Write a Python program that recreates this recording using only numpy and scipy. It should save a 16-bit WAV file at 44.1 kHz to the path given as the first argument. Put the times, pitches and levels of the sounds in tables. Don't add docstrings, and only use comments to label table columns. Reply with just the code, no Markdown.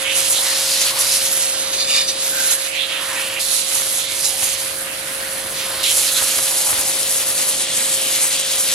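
import sys
import numpy as np
from scipy import signal
from scipy.fft import rfft, irfft, next_fast_len
from scipy.io import wavfile
from scipy.ndimage import uniform_filter1d, map_coordinates

SR = 44100
rng = np.random.default_rng(int(sys.argv[2]) if len(sys.argv) > 2 else 0)


def invert_db(x):
    u = np.asarray(x, float) / 20
    return 10 ** u


def wav_record(signal):
    frames = np.transpose(np.atleast_2d(signal))
    bounded = np.clip(frames, -1, 1)
    quanta = np.round(bounded * 32767).astype(np.int16)
    wavfile.write(sys.argv[1], SR, quanta)


N = 385434
HOP = 192

SCENE_CHANGES = [3.396, 5.832]
# (time [s], force of impact [dB], fineness of spray [dB], water pooled on the case [dB])
HAND = [(0.0, -3.5, -0.5, 5), (0.2, 0.95, -1.5, -0.5), (0.9, 2.5, -1.5, 3), (1.3, -0.8, 1.7, 0),
        (1.62, -3, -0.5, 1), (2.15, -4, -1.1, -0.8), (2.45, 1.6, -1.2, 1.5), (2.72, -3.5, -8, 1.5),
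        (3.05, -4, -1.5, 4.5), (3.393, -6.5, -3.2, 4), (3.399, -1.1, -1.0, -1.5), (4.45, 0.5, 1, -1.5),
        (4.72, -5.5, -0.3, 2), (5.5, -6.5, -0.4, 2.3), (5.828, -3.5, -2, 6.5), (5.836, 1.5, -0.5, 1.4),
        (6.85, 0.2, 1.8, -0.4), (8.74, 2.05, -1.5, -1)]
# (time [s], left lag [microseconds], left-right likeness [0-1], left-right level [dB])
AIM = [(0.0, 33, 0.4, -7), (0.55, 21, 0.63, -3), (0.85, -22, 0.5, -2), (1.07, 9, 0.46, -3),
       (1.61, 54, 0.66, -7), (2.05, 43, 0.56, -5), (2.66, 46, 0.36, -6), (2.8, 32, 0.44, -7),
       (3.29, 22, 0.72, -4), (3.54, 19, 0.22, -8), (3.85, 22, 0.38, -6), (4.26, 20, 0.6, -7),
       (4.95, 15, 0.12, -5), (5.74, 25, 0.68, -3.5), (5.98, -1, 0.47, -4), (6.11, -10, 0.62, -4.5),
       (6.97, -29, 0.55, 0.5), (8.74, -30, 0.67, 0.5)]
# (resting level [dB], per dB of force [dB], per dB of fineness [dB], per dB of pooling [dB])
ANSWER = [
    (-34, 0.26, 0.31, 1.07),
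    (-25, 1.11, -1.02, 0.17),
    (-24.5, 1.46, 0.24, -0.43),
    (-21, 0.85, 1.2, -0.14),
]
# (time [s], length [s], force [dB], fineness [dB])
EDGES = [(0.101, 0.049, 0, -5), (0.185, 0.046, 2.5, 3.5), (0.311, 0.04, 0.8, 6.5), (0.82, 0.022, 4, 0.5),
         (1.011, 0.025, 2.5, 2.5), (1.137, 0.079, 3, 0), (1.442, 0.1, 3, 0.5), (1.601, 0.044, 1.5, 0.5),
         (1.741, 0.023, 4.5, -2), (1.813, 0.046, 4.5, -4), (1.901, 0.04, 2.4, 1.5), (1.958, 0.11, 7, -1.5),
         (2.018, 0.035, 3, -0.5), (2.094, 0.026, 7.5, -2.5), (2.257, 0.066, 1.8, 2.5), (2.475, 0.045, 1, 3),
         (2.522, 0.048, 5, 4), (2.65, 0.083, 0.5, 5), (3.2, 0.1, 3, 0.5), (3.54, 0.1, 1.5, 1.5),
         (3.755, 0.05, 1.5, 2), (4.255, 0.031, 4, -2), (4.51, 0.076, 1.1, -1.5), (5.594, 0.083, 2.5, -3.5),
         (5.886, 0.1, 2.5, -1.5), (5.971, 0.049, 1.5, 2), (6.174, 0.048, 1, -2), (6.702, 0.067, 0, 1),
         (8.24, 0.04, 0.4, 4), (5.835, 0.014, 3, 1.5), (1.264, 0.03, 2.5, 0), (1.332, 0.025, 2, 2),
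         (7.623, 0.031, 2.5, 1.5), (7.937, 0.027, 2.5, 1), (6.085, .03, 2, 0), (6.127, 0.023, 0.5, 2),
         (6.22, 0.047, 1, 1), (7.466, .05, -1, 1), (2.377, .05, 0, 1.5), (0.376, .04, 1.5, -0.5),
         (8.143, 0.036, 1.5, 1), (7.818, .06, 0.5, 1), (8.556, 0.023, 0, 2.0)]
# (time [s], length [s], force [dB], fineness [dB])
GAPS = [(0.054, 0.027, -1.7, -3), (0.428, 0.035, 0, 3.5), (0.897, 0.04, 2, -1.5),
        (0.934, 0.061, -5.5, -0.5), (1.212, 0.025, 0.8, -1.5), (2.326, 0.062, -0.5, 2.5),
        (2.575, 0.071, -3.2, 3.5), (2.712, 0.05, -3, 3.1), (2.878, 0.037, -3.5, -0.2),
        (2.968, 0.069, -1.5, -1), (3.647, 0.072, -1.5, -1), (3.882, 0.12, -1.5, 0), (4.07, 0.087, -3.5, -4),
        (4.176, 0.15, -2, -0.5), (4.357, 0.078, -4, -2), (4.57, 0.027, -2, -3), (4.87, 0.083, -2, -1),
        (5.024, 0.09, -1.5, -2), (6.837, 0.04, -1.3, -3), (6.942, 0.025, -1.5, -3.5),
        (7.051, 0.05, -2, -2.5), (7.254, 0.027, -2.5, -1.5), (7.337, 0.043, -4, -0.5),
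        (7.555, 0.051, -1.5, -1.5), (7.67, 0.078, -2.5, -3.5), (7.854, 0.06, -0.5, 1), (8.027, 0.2, -2, -1),
        (8.296, 0.029, -3.5, 1.5), (8.463, 0.1, -3, -1.5), (1.296, .03, -1.5, -2.5),
        (2.215, 0.033, 0.5, -1), (4.696, .04, 0, -1.5), (4.8, .06, -1, 2), (5.7, 0.042, -0.5, 0.5),
        (3.337, .04, 0, 0), (6.105, .02, -2.5, -1), (6.304, 0.034, 0, -0.5), (8.11, .03, -0.5, 1.5),
        (8.63, 0.1, -2, 2.5)]
# (time [s], length [s], pitch [Hz],
# width [octaves], level [dB])
HOLLOWS = [(0.078, 0.1, 2700, 0.96, 19), (0.386, 0.054, 3700, 0.55, 12), (0.504, 0.11, 1870, 0.33, 9),
           (0.66, 0.43, 5200, 1, 3.5), (1.13, 0.15, 5470, 0.64, 6.5), (1.47, 0.26, 5260, 0.3, 1.5),
           (1.74, 0.1, 6200, 0.31, 8), (1.81, 0.056, 4360, 0.22, 12), (1.92, 0.46, 3740, 0.19, 9),
           (1.935, 0.2, 2420, 0.31, 7), (1.96, 0.39, 4750, 0.17, 10.5), (2.394, 0.15, 1520, 0.13, 16.5),
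           (2.757, 0.13, 2420, 0.55, 15), (2.82, 0.1, 3440, 0.8, 20), (3.1, 0.44, 1830, 0.27, 5),
           (3.217, 0.19, 2580, 0.65, 8), (3.376, 0.061, 2640, 0.6, 14), (3.51, 0.19, 4120, 0.64, 8),
           (4.07, 0.14, 3650, 0.47, 7), (4.117, 0.12, 2200, 0.17, 9), (4.253, 0.071, 5500, 0.43, 10),
           (5.163, 0.58, 1790, 1, 5), (6.15, 0.053, 3680, 0.3, 12.5), (6.671, 0.38, 830, 0.54, 9.5),
           (0.46, 0.4, 870.4, 1, 6.5), (0.955, .15, 1020, 0.56, 10.5), (3.09, 0.22, 1000, 0.55, 8.5),
                (4.36, 0.18, 790, .25, 15), (5.74, 0.15, 1030, 0.27, 7), (5.85, .05, 3260, 1.2, 16),
                (5.9, 0.045, 3340, .7, 8), (6.9, 0.12, 730, .25, 11), (8.22, 0.1, 2270, 0.23, 8),
                (2.954, 0.12, 2900, 0.85, 15), (3.1, 0.14, 1540, 0.67, 3.5), (5.87, .08, 2350, .35, 4.5),
                (3.175, .025, 2400, .6, 5), (6.22, 0.11, 1400, .5, 9), (3.76, .1, 1200, .8, 0),
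                (7.814, 0.06, 1700, 0.74, 4), (2.097, 0.036, 5900, 0.2, 12), (1.93, .14, 2780, 0.12, 8),
                (7.65, .12, 3200, 0.72, 4), (1.97, .16, 4100, .08, 4), (1.98, .1, 5320, .08, 5),
                (1.9, .04, 2900, .3, 7), (2.51, .06, 6700, 0.2, 4), (2.56, 0.054, 1640, 0.21, 7),
                (0.52, .04, 4500, .4, 7), (0.67, 0.044, 4800, .4, 3), (0.73, .05, 4700, .3, 5),
                (0.81, .04, 6200, .6, 9), (0.92, 0.026, 5300, .8, 1), (1.255, .04, 6000, .4, 5),
                (4.22, 0.044, 4900, .3, 3), (4.268, .03, 7000, .2, 10), (4.265, .04, 3960, .15, 11),
                (4.9, 0.072, 2700, 0.49, 12), (6.08, .04, 4644, 1.3, 5), (7.1, 0.054, 3888, 0.7, 2),
                (7.82, 0.29, 8500, 0.41, 5.5), (7.94, 0.042, 3500, .7, 6), (8.05, 0.074, 2800, 0.66, 6),
                (8.25, 0.088, 8000, .2, 4), (9, 0.13, 8200, 0.35, 10), (8.4, 0.11, 3300, .6, 4),
                (0.026, .05, 3700, .5, 1)]
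# (time [s], length [s], pitch [Hz], width
# [octaves], level [dB])
TINTS = [(7.6, .16, 12500, .45, -4), (8.4, .2, 11000, 0.51, -8), (1.32, 0.16, 9200, .4, -7),
         (1.85, .1, 3000, .3, -2), (7.85, .2, 10700, .25, 0), (2.38, 0.26, 12000, 0.37, 6),
         (7.7, .1, 11500, .4, -4), (2.89, .04, 3200, 1, -4), (3.6, .1, 2700, 0.46, 1),
         (3.32, .05, 4100, .6, -3), (3.9, .2, 11500, .4, 2), (6.9, 0.17, 2200, .4, 3),
         (1.97, .16, 3950, .04, -5), (1.97, .16, 4450, .04, -5), (1.95, .16, 3200, .08, -2)]
# (centre [s], half length [s], echo strength [0-1])
SLOT = (1.95, 0.17, 0.5)
# (frequency [Hz], density [dB per Hz])
DRUM = [(150, -120), (350, -45), (600, -7), (900, -4.5), (1100, -4), (1400, -0.5), (1900, -3), (3000, -14)]
# (frequency [Hz], density [dB per Hz])
SPLASH = [(1000, -35), (1900, -7), (3000, -2.5), (4200, -1), (5200, -5.5), (7000, -19)]
# (frequency [Hz], density [dB per Hz])
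FIZZ = [(3500, -18.5), (5000, -7), (6500, -1.5), (7800, -1.5), (9500, -17.5)]
# (frequency [Hz], density [dB per Hz])
MIST = [(6500, -29), (8200, -6.5), (9500, -2.5), (10700, 1), (11800, -5), (13000, -15.5), (16000, -25)]
# (frequency [Hz], left-right level [dB])
PORT_TILT = [(1000, 1.9), (3450, -1), (4800, 2.5), (6500, 0.5), (8600, -1), (10500, 0.5), (12700, 7),
             (15000, 4)]
FLUTTER_DB = 0.52
MIST_FOLLOWS, MIST_PAN_DB, SLOT_PAN_DB = 0.55, -1.5, 5

SHAFT_HZ = 48.69
# (multiple of shaft speed [ratio], level [dB rms])
HUM_TONES = [(1, -73), (2.046, -63.5), (3, -59.5), (5, -63.5), (6, -54), (7, -54), (9, -65.5),
             (10, -54.5), (11, -37.5), (12, -50), (13, -50.5), (14, -55.5), (15, -56.5), (25, -71)]
# (time [s], hum gain [dB], roar level [dB], left lag [microseconds])
MOTOR = [(0, 3.5, -44, 230), (1.0, 2, -43, 230), (1.7, 2, -39.5, 230), (2.3, 1.6, -41.5, 230),
         (2.7, .5, -49, 230), (3.1, 1, -43.5, 230), (3.39, 2.5, -40, 230), (3.41, -1.5, -43, -27),
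         (3.8, -2, -41.5, -30), (4.3, -2, -43, -30), (5.6, 0.8, -38.5, -27), (6.5, -0.5, -42.5, -30),
         (6.8, 0.5, -38, -21), (8.74, .3, -39.5, -30)]
# (frequency [Hz], density [dB per Hz])
ROAR = [(10, -80), (25, -44), (40, -30), (50, -22), (85, -17), (200, -10.5), (330, -10), (600, -10),
        (870, -12.5), (1200, -11), (1600, -47), (2600, -120)]
# (frequency [Hz], left-right likeness [0-1])
ROAR_ALIKE = [(25, .99), (60, 1), (130, 0.87), (290, 0.87), (640, 0.64), (1200, 0.05)]

# (time [s], level [dB])
DRAUGHT = [(0.0, -54), (0.39, -51), (1.22, -49), (1.38, -58), (2.51, -54), (2.56, -57), (5.67, -49),
           (6.35, -50), (6.4, -42), (6.5, -59), (6.74, -47), (6.79, -58), (8.52, -51), (8.67, -53),
           (8.72, -45), (8.74, -59)]
# (frequency [Hz], density [dB per Hz])
BUFFET = [(10, -60), (25, -20), (45, -4), (90, -1), (150, -3.5), (260, -32), (400, -120)]

# (time [s], level [dB])
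DROPS = [(3.697, -32), (3.721, -28), (3.758, -27.5), (3.803, -27), (3.822, -29), (3.866, -26.5),
         (3.989, -29.5), (4.427, -27.5), (4.446, -34), (4.479, -29), (4.715, -33), (5.972, -24),
         (6.189, -30), (6.217, -23), (6.231, -28), (6.375, -30), (6.391, -21), (6.525, -34), (6.698, -22),
         (6.725, -21.5), (6.768, -27), (6.783, -23), (6.795, -26), (7.104, -34), (7.153, -32), (7.206, -30),
         (7.309, -28), (7.401, -27), (7.81, -33), (8.245, -27)]
THUMP_DB, THUMP_HZ = -9.5, 91

# (time [s], top [Hz])
MID_TOP = [(0, 12800), (.2, 14900), (1.26, 15300), (1.4, 13400), (1.95, 10830), (2.2, 12340), (2.36, 14400),
           (2.45, 13100), (2.75, 13500), (3.1, 15300), (3.41, 15200), (3.46, 13500), (3.85, 14200),
           (4.15, 13900), (4.4, 15500), (4.6, 14900), (4.9, 15700), (8.74, 15600)]
HOLES, FRAY_HZ = 0.012, 900


def unit(x):
    return x / np.sqrt(np.mean(np.abs(x) ** 2) + 1e-20)


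def along(points, hz):
    f, value = np.transpose(points)
    return np.interp(np.log(hz + 1), np.log(f + 1), value)


def curves(rows, t):
    s, *columns = np.transpose(rows)
    return [np.interp(t, s, column) for column in columns]


def wobble(rate):
    step = min(SR / rate / 8, 200)
    coarse = np.arange(0, N + step, step)
    knots = rng.standard_normal(int(N * rate / SR) + 4)
    smooth = map_coordinates(knots, [coarse * rate / SR])
    return np.interp(np.arange(N), coarse, smooth)


def filtered(x, response):
    m = next_fast_len(N + 8192)
    hz = np.fft.rfftfreq(m, 1 / SR)
    return irfft(rfft(x, m) * response(hz), m)[..., :N]


def frames(x):
    hz, t, z = signal.stft(x, SR, nperseg=512, noverlap=512 - HOP)
    return hz[:, None], t, z


def ports(z, hz, alike, lag_us, pan_db):
    alike = np.clip(alike, 0, 1)
    half = invert_db(pan_db / 2) * np.exp(-1j * np.pi * hz * lag_us / 10 ** 6)
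    pair = np.sqrt(alike) * z[0] + np.sqrt(1 - alike) * z[1:]
    return signal.istft(pair * [half, 1 / half], SR, nperseg=512, noverlap=512 - HOP)[1][:, :N]


def passing(t, s, length):
    same_view = np.digitize(t, SCENE_CHANGES)[:, None] == np.digitize(s, SCENE_CHANGES)
    return same_view * np.exp(-2.8 * ((t[:, None] - s) / length) ** 2)


def layers(t):
    force, fine, pool = curves(HAND, t)
    s, length, force_db, fine_db = np.transpose(EDGES + GAPS)
    bump = passing(t, s, length)
    drive = [1 + 0 * t, force + bump @ force_db, fine + bump @ fine_db, pool]
    flutter = [map_coordinates(rng.standard_normal(200), [t * 16]) for _ in ANSWER]
    return np.array(ANSWER) @ drive + FLUTTER_DB * np.array(flutter)


def jet():
    stroke = 2 * np.pi * 3 * SHAFT_HZ * np.arange(N) / SR
    throb_db = np.cos(stroke) + 0.31 * np.cos(2 * stroke + 0.66) + 0.35 * np.cos(3 * stroke + 1.5)
    sheet = invert_db(0.34 * throb_db + 0.62 * wobble(40))
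    surge = invert_db(0.68 * throb_db)
    torn = surge * invert_db(0.95 * wobble(50) + 1.5 * wobble(900))
    hz, t, low = frames(unit(sheet * rng.standard_normal((3, N))))
    high = frames(unit(torn * rng.standard_normal((3, N))))[2]

    s, length, pitch_hz, octaves, db = np.transpose(HOLLOWS + TINTS)
    bells = np.exp(-3.0 * (np.log2((hz + 1) / pitch_hz) / octaves) ** 2)
    ring_db = db * bells @ passing(t, s, length).T
    echo = SLOT[2] * np.exp(-((t - SLOT[0]) / SLOT[1]) ** 4)
    delayed = np.exp(-2j * np.pi * hz / 595) / (1 + (hz / 7000) ** 4)
    comb = np.abs(1 + echo * delayed)

    shapes = [invert_db(along(colour, hz) + ring_db) for colour in (DRUM, SPLASH, FIZZ, MIST)]
    drum_power = np.mean(invert_db(along(DRUM, hz)) ** 2)
    powers = [drum_power] + [np.mean(shape ** 2, 0) for shape in shapes[1:]]
    drum, splash, fizz, mist = (invert_db(level_db) ** 2 * shape ** 2 / power
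                                for level_db, shape, power in zip(layers(t), shapes, powers))

    patches = uniform_filter1d(rng.standard_normal(low.shape[1:]), 6, 0)
    patches = uniform_filter1d(patches, 11, 1)
    patch_db = 1.8 * np.tanh(unit(patches) / 2)
    spray = low * np.sqrt(drum + splash) + high * np.sqrt(fizz + mist)
    spray = spray * comb * invert_db(patch_db - 0.2)

    lag_us, alike, splash_pan = curves(AIM, t)
    slot_pan = SLOT_PAN_DB * np.exp(-((t - SLOT[0]) / 0.27) ** 2)
    mist_pan = MIST_FOLLOWS * splash_pan + MIST_PAN_DB + slot_pan
    pan_db = np.where(hz < 6500, splash_pan, mist_pan) + along(PORT_TILT, hz)
    direct = along([(1000, 1.02), (2500, 0.92), (6000, 1.12), (9500, 1.38), (13500, 1.07)], hz)
    return ports(spray, hz, alike * direct, lag_us, pan_db)


def motor():
    t = np.arange(N) / SR
    hum_db, roar_db, lag_us = curves(MOTOR, t)
    drift = np.cumsum(0.00056 * wobble(2.52)) / SR
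    port_lag = np.array([[0.5], [-0.5]]) * lag_us / 10 ** 6
    turn = 2 * np.pi * SHAFT_HZ * (t + drift - port_lag)
    hum = sum(invert_db(db + 2 + 0.99 * wobble(5.4)) * np.sin(k * turn + rng.uniform(0, 7.2))
              for k, db in HUM_TONES)

    def mid_side(hz):
        spread = np.arccos(np.clip(along(ROAR_ALIKE, hz), 0, 1)) / 2
        return invert_db(along(ROAR, hz)) * [np.cos(spread), np.sin(spread)]

    mid, side = filtered(rng.standard_normal((2, N)), mid_side)
    roar = unit(invert_db([[-0.4], [0.4]]) * [mid + side, mid - side])
    knock = invert_db(1.0 * np.cos(turn) + 1.2 * np.cos(3 * turn))
    return invert_db(hum_db + [[0.8], [-0.8]]) * hum + invert_db(roar_db + 0.94 * wobble(3.05)) * knock * roar


def draught():
    level_db, = curves(DRAUGHT, np.arange(N) / SR)
    mid, side = filtered(rng.standard_normal((2, N)), lambda hz: invert_db(along(BUFFET, hz)))
    buffeting = unit(mid + 0.1 * side * np.array([[1], [-1]]))
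    return invert_db(level_db - 1.5 + 1.2 * wobble(14)) * buffeting


def drops():
    s, db = np.transpose(DROPS)
    luck = rng.random((len(s), 3, 7))
    at = (s[:, None] + 0.015 * (luck[:, 0] - 0.5)) * SR
    push_or_pull = np.sign(luck[:, 1] * 7 % 1 - 0.5)
    size = invert_db(db[:, None] + 35.5 - 8.9 * luck[:, 1]) * push_or_pull
    at = at.astype(int) + N * (np.arange(7) % 2)
    taps = np.bincount(at.ravel(), size.ravel(), 2 * N).reshape(2, N)
    tap = filtered(taps, lambda hz: (1j * hz / (290 + 1j * hz)) ** 2 / (1 + 1j * hz / 2200) ** 2)
    thump = filtered(taps.sum(0), lambda hz: 1j * hz * 90 / (THUMP_HZ ** 2 - hz ** 2 + 1j * hz * 90))
    return tap + invert_db(THUMP_DB) * thump


def scene():
    spray = filtered(jet(), lambda hz: hz ** 4 / (hz ** 4 + 260 ** 4))
    return spray + motor() + draught() + drops()


def top_cut(x):
    return signal.sosfilt(signal.butter(12, 15890, fs=SR, output="sos"), x)


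def record(dry):
    hz, t, z = signal.stft([dry[0] + dry[1], dry[0] - dry[1]], SR, nperseg=1024)
    hz = hz[:, None]
    ragged = np.repeat(rng.standard_normal((2, len(t))), 3, 1)[:, :len(t)]
    top_hz = np.array([curves(MID_TOP, t)[0], 15300 + 0 * t]) + 380 * ragged
    tiles = rng.random((2, len(hz) // 6 + 1, len(t) // 3 + 1))
    tiles = np.repeat(np.repeat(tiles, 6, 1), 3, 2)[:, :len(hz), :len(t)]
    top_hz = top_hz[:, None]
    lost = HOLES * (hz > 4500) + 0.5 * np.exp(np.minimum(hz - top_hz, 0) / FRAY_HZ)
    kept = (hz < np.minimum(top_hz, 15850)) * (tiles > lost)
    mid, side = signal.istft(z * kept, SR, nperseg=1024)[1][:, :N] / 2
    return top_cut(np.array([mid + side, mid - side]))


dry = scene()
out = record(dry)
wav_record(out)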